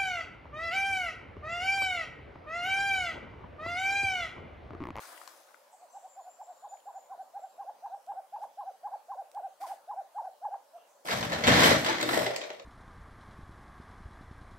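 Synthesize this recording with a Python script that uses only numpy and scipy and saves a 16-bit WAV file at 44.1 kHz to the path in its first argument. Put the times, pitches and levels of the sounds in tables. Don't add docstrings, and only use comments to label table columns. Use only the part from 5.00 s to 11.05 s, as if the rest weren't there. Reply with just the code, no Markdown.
import sys
import numpy as np
from scipy import signal
from scipy.io import wavfile
from scipy.ndimage import uniform_filter1d

SR = 44100
rng = np.random.default_rng(int(sys.argv[2]) if len(sys.argv) > 2 else 0)


def store_wav(level_fs):
    pcm = np.round(np.clip(np.atleast_2d(level_fs), -1, 1) * 32767)
    wavfile.write(sys.argv[1], SR, pcm.T.astype(np.int16))


N = 266716


def amp(db):
    return 10 ** (np.asarray(db) / 20)


def evened(x):
    return x / np.sqrt(np.mean(x ** 2) + 1e-20)


def read(points, hz):
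    f, value = np.transpose(points)
    return np.interp(np.log(hz + 1), np.log(f + 1), value)


def add(mix, s, sound, pan_db=0):
    part = mix[:, round(s * SR):][:, :np.shape(sound)[-1]]
    panned = sound * amp([[pan_db / 2], [-pan_db / 2]])
    part += panned[:, :part.shape[1]]


def tone(hz):
    return np.sin(2 * np.pi * np.cumsum(hz) / SR)


def highpass(x, order, hz):
    return signal.sosfilt(signal.butter(order, hz, "high", fs=SR, output="sos"), x)


def hiss(gain, same, patchy_db):
    hz = np.fft.rfftfreq(1024, 1 / SR)
    a, b, c, d, patches = rng.standard_normal((N // 256 + 5, 513, 5)).T
    patches = uniform_filter1d(patches, size=12, axis=0)
    patches = evened(uniform_filter1d(patches, size=14, axis=1))
    likeness = np.clip(same(hz), -1, 1)[:, None]
    left = a + 1j * b
    right = likeness * left + np.sqrt(1 - likeness ** 2) * (c + 1j * d)
    spectra = np.array([left, right]) * gain(hz)[:, None] * amp(patchy_db * patches)
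    return evened(signal.istft(spectra, nperseg=1024, noverlap=768)[1][:, :N])


def tail(x, t60, same):
    taps, t = np.zeros((2, SR)), np.arange(SR) / SR
    at = np.arange(400, SR - 20, 20) + rng.integers(0, 20, (2, (SR - 401) // 20))
    np.put_along_axis(taps, at, rng.choice([-1., 1.], at.shape), 1)
    shared = same * taps[0]
    separate = np.sqrt(1 - same ** 2) * taps * [[1], [-1]]
    taps = (shared + separate) * amp(-60 * t / t60)
    return signal.fftconvolve(x, taps / np.linalg.norm(taps[0]), axes=1)[:, :N]


# (f/Hz, relative level/dB per Hz)
FOREST_COLOUR = [(30, -30), (62, -36), (120, -31), (250, -21), (400, -17), (500, -5), (700, -4), (1000, -5),
                 (1300, -12), (1600, -15), (2000, -19.5), (3200, -21), (6000, -22), (10000, -23.5),
                 (16000, -27)]
# (f/Hz, left-right correlation)
FOREST_LIKENESS = [(60, 0.6), (250, 0.93), (550, 0.686), (1650, 0.28), (4970, 0.26), (9000, 0.167),
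                   (15000, 0.49)]


def forest_likeness(hz):
    return read(FOREST_LIKENESS, hz)


def forest_wash():
    return amp(-63.5) * hiss(lambda hz: amp(read(FOREST_COLOUR, hz)), forest_likeness, patchy_db=2.0)


# (f/Hz, full width at half amplitude/Hz, rms level/dB)
FOREST_HUMS = [(575.3, 29, -71), (867, 28, -74.5)]


def forest_hums():
    out = np.zeros((2, N))
    for f, width, db in FOREST_HUMS:
        peak = lambda hz: 1 / (1 + (2 * (hz - f) / width) ** 2)
        out += amp(db) * hiss(peak, forest_likeness, patchy_db=-0.5)
    return out


# (t/s, rise/s, fall/s, peak level/dB before the grain gain, left-right balance/dB)
RUSTLE_SWELLS = [(0, 0.00067, 0.76, -59, 3), (3.392, 0.046, 0.046, -72.5, 2.5),
                 (4.595, 0.019, 0.11, -62.5, 2), (4.65, 0.023, 0.15, -61, 1), (5.863, 0.0136, .12, -83, -8)]
# (f/Hz, relative level/dB per Hz)
RUSTLE_COLOUR = [(59, -75), (100, -94), (322, -6.5), (442, -15), (535, -5.5), (662, -3), (872, -1.5),
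                 (1310, -1.5), (2630, -11), (10700, -13), (16000, -19)]
RUSTLE_FADE_DB, RUSTLE_BEND = -27.5, 1.65


def rustles():
    likeness = [(300, 1.0), (2000, 0.27), (8000, 0.34)]  # (f/Hz, left-right correlation)
    noise = hiss(lambda hz: amp(read(RUSTLE_COLOUR, hz)), lambda hz: read(likeness, hz), patchy_db=2.0)
    grain_db = 1.32 * evened(uniform_filter1d(rng.standard_normal(N), size=120))
    noise = noise * amp(9.0 + grain_db)
    out = np.zeros((2, N))
    for s, rise, fall, db, pan_db in RUSTLE_SWELLS:
        t = np.arange(0, rise + fall, 1 / SR)
        away = np.interp(t, [0, rise, t[-1]], [1, 0, 1])
        grain = noise[:, rng.integers(N // 2):][:, :len(t)]
        add(out, s, grain * amp(db + RUSTLE_FADE_DB * away ** RUSTLE_BEND), pan_db)
    return out


def tick_scatter(direct):
    return direct + amp(-10) * tail(direct, t60=0.14, same=0.28)


# (t/s, level/dB of the lowest mode before rise and decay, f/Hz, left-right balance/dB)
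KNOCKS = [(0.034, -40, 1390, 9), (0.09, -44.5, 1380, 13), (0.131, -41.5, 1175, 9.5), (0.177, -43, 1970, 17),
          (0.215, -35.5, 1260, 10.5), (0.276, -34.5, 1090, 10), (0.46, -49.5, 902, 4),
          (0.489, -51.5, 1486, 14.5), (0.507, -49, 1125, 12.5), (0.544, -40.5, 1440, 11),
          (1.7714, -59, 2270, -17), (1.7884, -71, 2350, -1), (1.8018, -59, 3104, -14)]


def knocks():
    out, t = np.zeros((2, N)), np.arange(600) / SR
    for s, db, hz, pan_db in KNOCKS:
        ring = np.sin(2 * np.pi * hz * t)
        ring += .5 * np.sin(2 * np.pi * 1.41 * hz * t)
        ring += 0.066 * np.sin(2 * np.pi * 4.4 * hz * t)
        add(out, s, amp(db - 60 * t / 0.012) * ring * np.minimum(t / 0.00072, 1), pan_db)
    return tick_scatter(out)


# (t/s, level/dB before gain and filter, left-right balance/dB)
THIN_CLICKS = [(0.2764, -45.5, 9), (1.407, -76, -7.5), (3.0645, -62, -8), (4.3156, -56, -10.5),
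               (4.348, -58.5, -10), (4.6174, -53, 6.5)]


def clicks():
    out, t = np.zeros((2, N)), np.arange(600) / SR
    band = signal.butter(1, [1500, 9000], "band", fs=SR, output="sos")
    for s, db, pan_db in THIN_CLICKS:
        burst = signal.sosfilt(band, rng.standard_normal(len(t)))
        add(out, s, amp(db + 6.0 - 60 * t / 0.012) * burst, pan_db)
    return tick_scatter(out)


def voice(hz, level):
    favour = 1 / (1 + ((2 * hz - 1500) / 160) ** 2)
    return level * tone(hz) + amp(-29) * level ** .5 * favour * tone(2 * hz)


START_HZ, END_HZ, SWELL_DB = 623.2, 539, 19
SLIDE_S, HOLD, CRACK_END_DB = 0.039, 1.362, -15


def note(length, top_hz, db, top, crack, change_db, cracked_hz, cracked_db):
    u = np.arange(0, length, 1 / SR) / length
    top, crack = np.clip([top, crack], .05, .95)
    rising, sinking = np.sin(np.pi / 2 * u / top), np.cos(np.pi / 2 * (u - top) / (1 - top))
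    effort = np.where(u < top, rising, sinking)
    hz = np.where(u < top, START_HZ, END_HZ) * (1 - effort) + top_hz * effort

    since = np.maximum(u - crack, 0) * length
    slide = np.clip((u - crack) / min(1 - crack, SLIDE_S / length), 0, 1)
    cracked = np.minimum(since / 0.002, 1)
    flick_hz = 60 * np.exp(-since / 0.0032)
    high_hz = END_HZ + (cracked_hz - END_HZ) * np.cos(np.pi / 2 * slide ** HOLD) + flick_hz
    high_db = cracked_db + (CRACK_END_DB - cracked_db) * slide ** 3.3

    low = voice(hz, amp(SWELL_DB * (effort - 1) + change_db * cracked))
    high = -cracked * voice(np.where(u < crack, hz, high_hz), amp(high_db))
    edges = np.clip(np.minimum(u / 0.0046, (1 - u) / 0.0043) * length, 0, 1)
    return amp(db) * (low + high) * edges


# (t/s, length/s, top f/Hz, level/dB before crack and bass cut, place of the top 0-1,
#   place of the crack 0-1, change of the low voice there/dB, cracked voice f/Hz without the flick,
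#   its starting level/dB re note)
HOOT_NOTES = [(0.709, 0.06, 750, -55.5, .58, .32, 1.5, 871, 1),
              (0.79, 0.078, 736, -50, 0.53, 0.43, -2.5, 760, -5),
              (0.928, 0.064, 808, -41.5, 0.63, 0.56, -9, 848, -2),
              (1.018, 0.067, 769, -41.5, .7, 0.68, -12, 912, -12),
              (1.154, 0.075, 789, -42, 0.44, 0.51, 1.5, 1048, -11),
              (1.239, 0.0762, 742, -44.5, 0.42, .43, -7.5, 762, -0.5),
              (1.383, 0.056, 790, -39.5, 0.64, 0.53, -16, 875.4, -1.5),
              (1.462, 0.073, 741, -43, 0.49, 0.46, -5.5, 755, -2.5),
              (1.618, .066, 828, -39.5, 0.57, 0.36, -0.5, 1046, -10.5),
              (1.702, 0.062, 828, -37.5, 0.71, 0.65, -15, 761, -11),
              (1.852, 0.069, 824, -37.5, .5, .47, -4.5, 1029, -10.5),
              (1.934, 0.0589, 789, -38.5, 0.65, .76, 2.5, 938, -15),
              (2.089, 0.074, 790, -37.5, 0.5, 0.42, -2, 1043, -10),
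              (2.174, 0.061, 780, -37, 0.63, .8, 0, 840, -24.5),
              (2.333, 0.067, 815, -34.5, .61, 0.56, -4.5, 863, -10),
              (2.413, 0.067, 779, -35.5, 0.6, 0.55, -6.5, 887, -27),
              (2.575, 0.08, 814.5, -35, .45, 0.46, -7, 1078, -15.5),
              (2.655, 0.059, 837, -34, 0.79, .72, -16, 753, -6),
              (2.82, 0.066, 821, -34.5, 0.59, 0.59, -4.5, 943, -4.5),
              (2.896, 0.087, 811, -33.5, 0.66, 0.59, -11.5, 908, -18.5),
              (3.068, 0.073, 817.6, -33, 0.51, 0.68, -11, 882, -3.5),
              (3.148, 0.06, 783.4, -34, 0.67, 0.88, 0, 752, -9.5),
              (3.32, 0.073, 833.3, -34, 0.39, 0.55, -7.5, 916, -3),
              (3.401, 0.057, 872, -32, 0.76, 0.68, -9, 845, -0.5),
              (3.569, 0.076, 829, -34, 0.4, 0.49, -1.5, 1054, -9.5),
              (3.644, 0.073, 785.4, -36.5, 0.55, 0.39, 0.5, 804, -9.5),
              (3.828, 0.066, 836, -31.5, 0.58, .64, -3.5, 1021, -10),
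              (3.905, 0.059, 826.5, -32.5, 0.71, 0.52, -5.5, 871, -4.5),
              (4.08, 0.084, 816.4, -33, 0.48, 0.44, -9, 1039, -6),
              (4.16, 0.07, 794, -34, 0.55, 0.88, 5.5, 810, -8.5),
              (4.34, 0.0753, 842, -32.5, 0.51, .44, -14, 846, 0),
              (4.414, 0.074, 789, -33.5, 0.52, 0.56, 0.5, 800, -21),
              (4.599, 0.08, 816.5, -32.5, 0.48, 0.48, -6, 1041, -6.5),
              (4.671, 0.0737, 814, -34, .69, .56, -1, 811, 4),
              (4.874, 0.076, 838, -32, 0.53, .5, -6.5, 1024, -7),
              (4.953, 0.072, 794.4, -32, 0.53, 0.74, 0.5, 866, -23),
              (5.144, 0.079, 846, -32, .5, .5, -12, 928, 0),
              (5.224, 0.072, 811, -32, 0.64, .46, -9.5, 779, -4),
              (5.413, .081, 852.6, -32, 0.55, 0.46, -2.5, 858, 3.5),
              (5.499, .067, 831.5, -30.5, 0.73, 0.66, -31, 836, -5.5),
              (5.729, .064, 702, -42, 0.56, 0.81, -15, 1260, -18)]
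# (delay t/s, level/dB re direct)
FIRST_ECHOES = [(.011, -24.5), (.024, -16), (.037, -24), (.062, -21.5)]


def owl():
    direct = np.zeros((2, N))
    for s, *row in HOOT_NOTES:
        add(direct, s, note(*row), pan_db=-0.5)
    direct = highpass(direct, 4, 420)
    out = direct + amp(-11.5) * tail(direct, t60=0.24, same=0.698)
    for k, (delay, db) in enumerate(FIRST_ECHOES):
        add(out, delay, amp(db) * direct, pan_db=4.5 * (-1) ** k)
    return out


def far_scatter(direct):
    return amp(-3) * direct + amp(-2.0) * tail(direct, t60=0.18, same=0.093)


# (t/s, length/s, centre f/Hz, width/Hz, starting level/dB before rise and scatter)
BIRD_CHIPS = [(0.713, 0.15, 7600, 1800, -66), (0.922, 0.209, 7450, 1290, -67),
              (1.101, 0.24, 7000, 595, -71), (1.43, 0.12, 7230, 720, -69), (5.771, 0.092, 2940, 508, -69.5),
              (5.888, 0.14, 6800, 1800, -72)]


def far_chips():
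    direct = np.zeros((2, N))
    for s, length, hz, width, db in BIRD_CHIPS:
        t = np.arange(0, length, 1 / SR)
        band = signal.butter(2, [hz - width / 2, hz + width / 2], "band", fs=SR, output="sos")
        buzz = evened(signal.sosfilt(band, rng.standard_normal(len(t))))
        add(direct, s, amp(db - 9 * t / length) * buzz * np.minimum(t / 0.0078, 1), pan_db=-2)
    return far_scatter(direct)


# (t/s, length/s, centre f/Hz, starting rms level/dB before rise and scatter)
BIRD_WHISTLES = [(.9, 0.24, 7550, -64.5), (.88, 0.24, 6040, -70), (1.083, 0.14, 7260, -61),
                 (1.197, 0.144, 7107, -62), (1.288, .14, 7293, -59), (1.416, 0.217, 7340, -64),
                 (1.56, 0.19, 7100, -65.5), (1.681, 0.1546, 7044, -56), (1.839, 0.16, 7270, -67),
                 (1.954, 0.17, 7190, -65), (1.938, 0.23, 6940, -67), (2.2, 0.14, 7160, -71),
                 (2.394, 0.194, 7380, -67), (3.625, 0.17, 3970, -77), (5.9, 0.144, 6260, -74.5)]
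WHISTLE_RISE_S, WHISTLE_FADE_DB, WAVER_HZ = 0.011, -17.5, 59


def far_whistles():
    direct = np.zeros((2, N))
    for s, length, hz, db in BIRD_WHISTLES:
        t = np.arange(0, length, 1 / SR)
        waver = evened(uniform_filter1d(rng.standard_normal(len(t)), size=150))
        level = amp(db + WHISTLE_FADE_DB * t / length) * np.minimum(t / WHISTLE_RISE_S, 1) ** 2
        whistle = np.sqrt(2) * tone(hz + WAVER_HZ * waver)
        add(direct, s, level * whistle * signal.windows.tukey(len(t), .1), pan_db=2.5)
    return far_scatter(direct)


def scene():
    background = forest_wash() + forest_hums()
    near = rustles() + knocks() + clicks()
    return background + near + owl() + far_chips() + far_whistles()


def record(dry):
    thin = highpass(dry, 2, 150)
    lowpass = signal.firwin(511, 15800, window=("kaiser", 9), fs=SR)
    return signal.oaconvolve(thin, lowpass[None], "same")


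dry = scene()
out = record(dry)
store_wav(out)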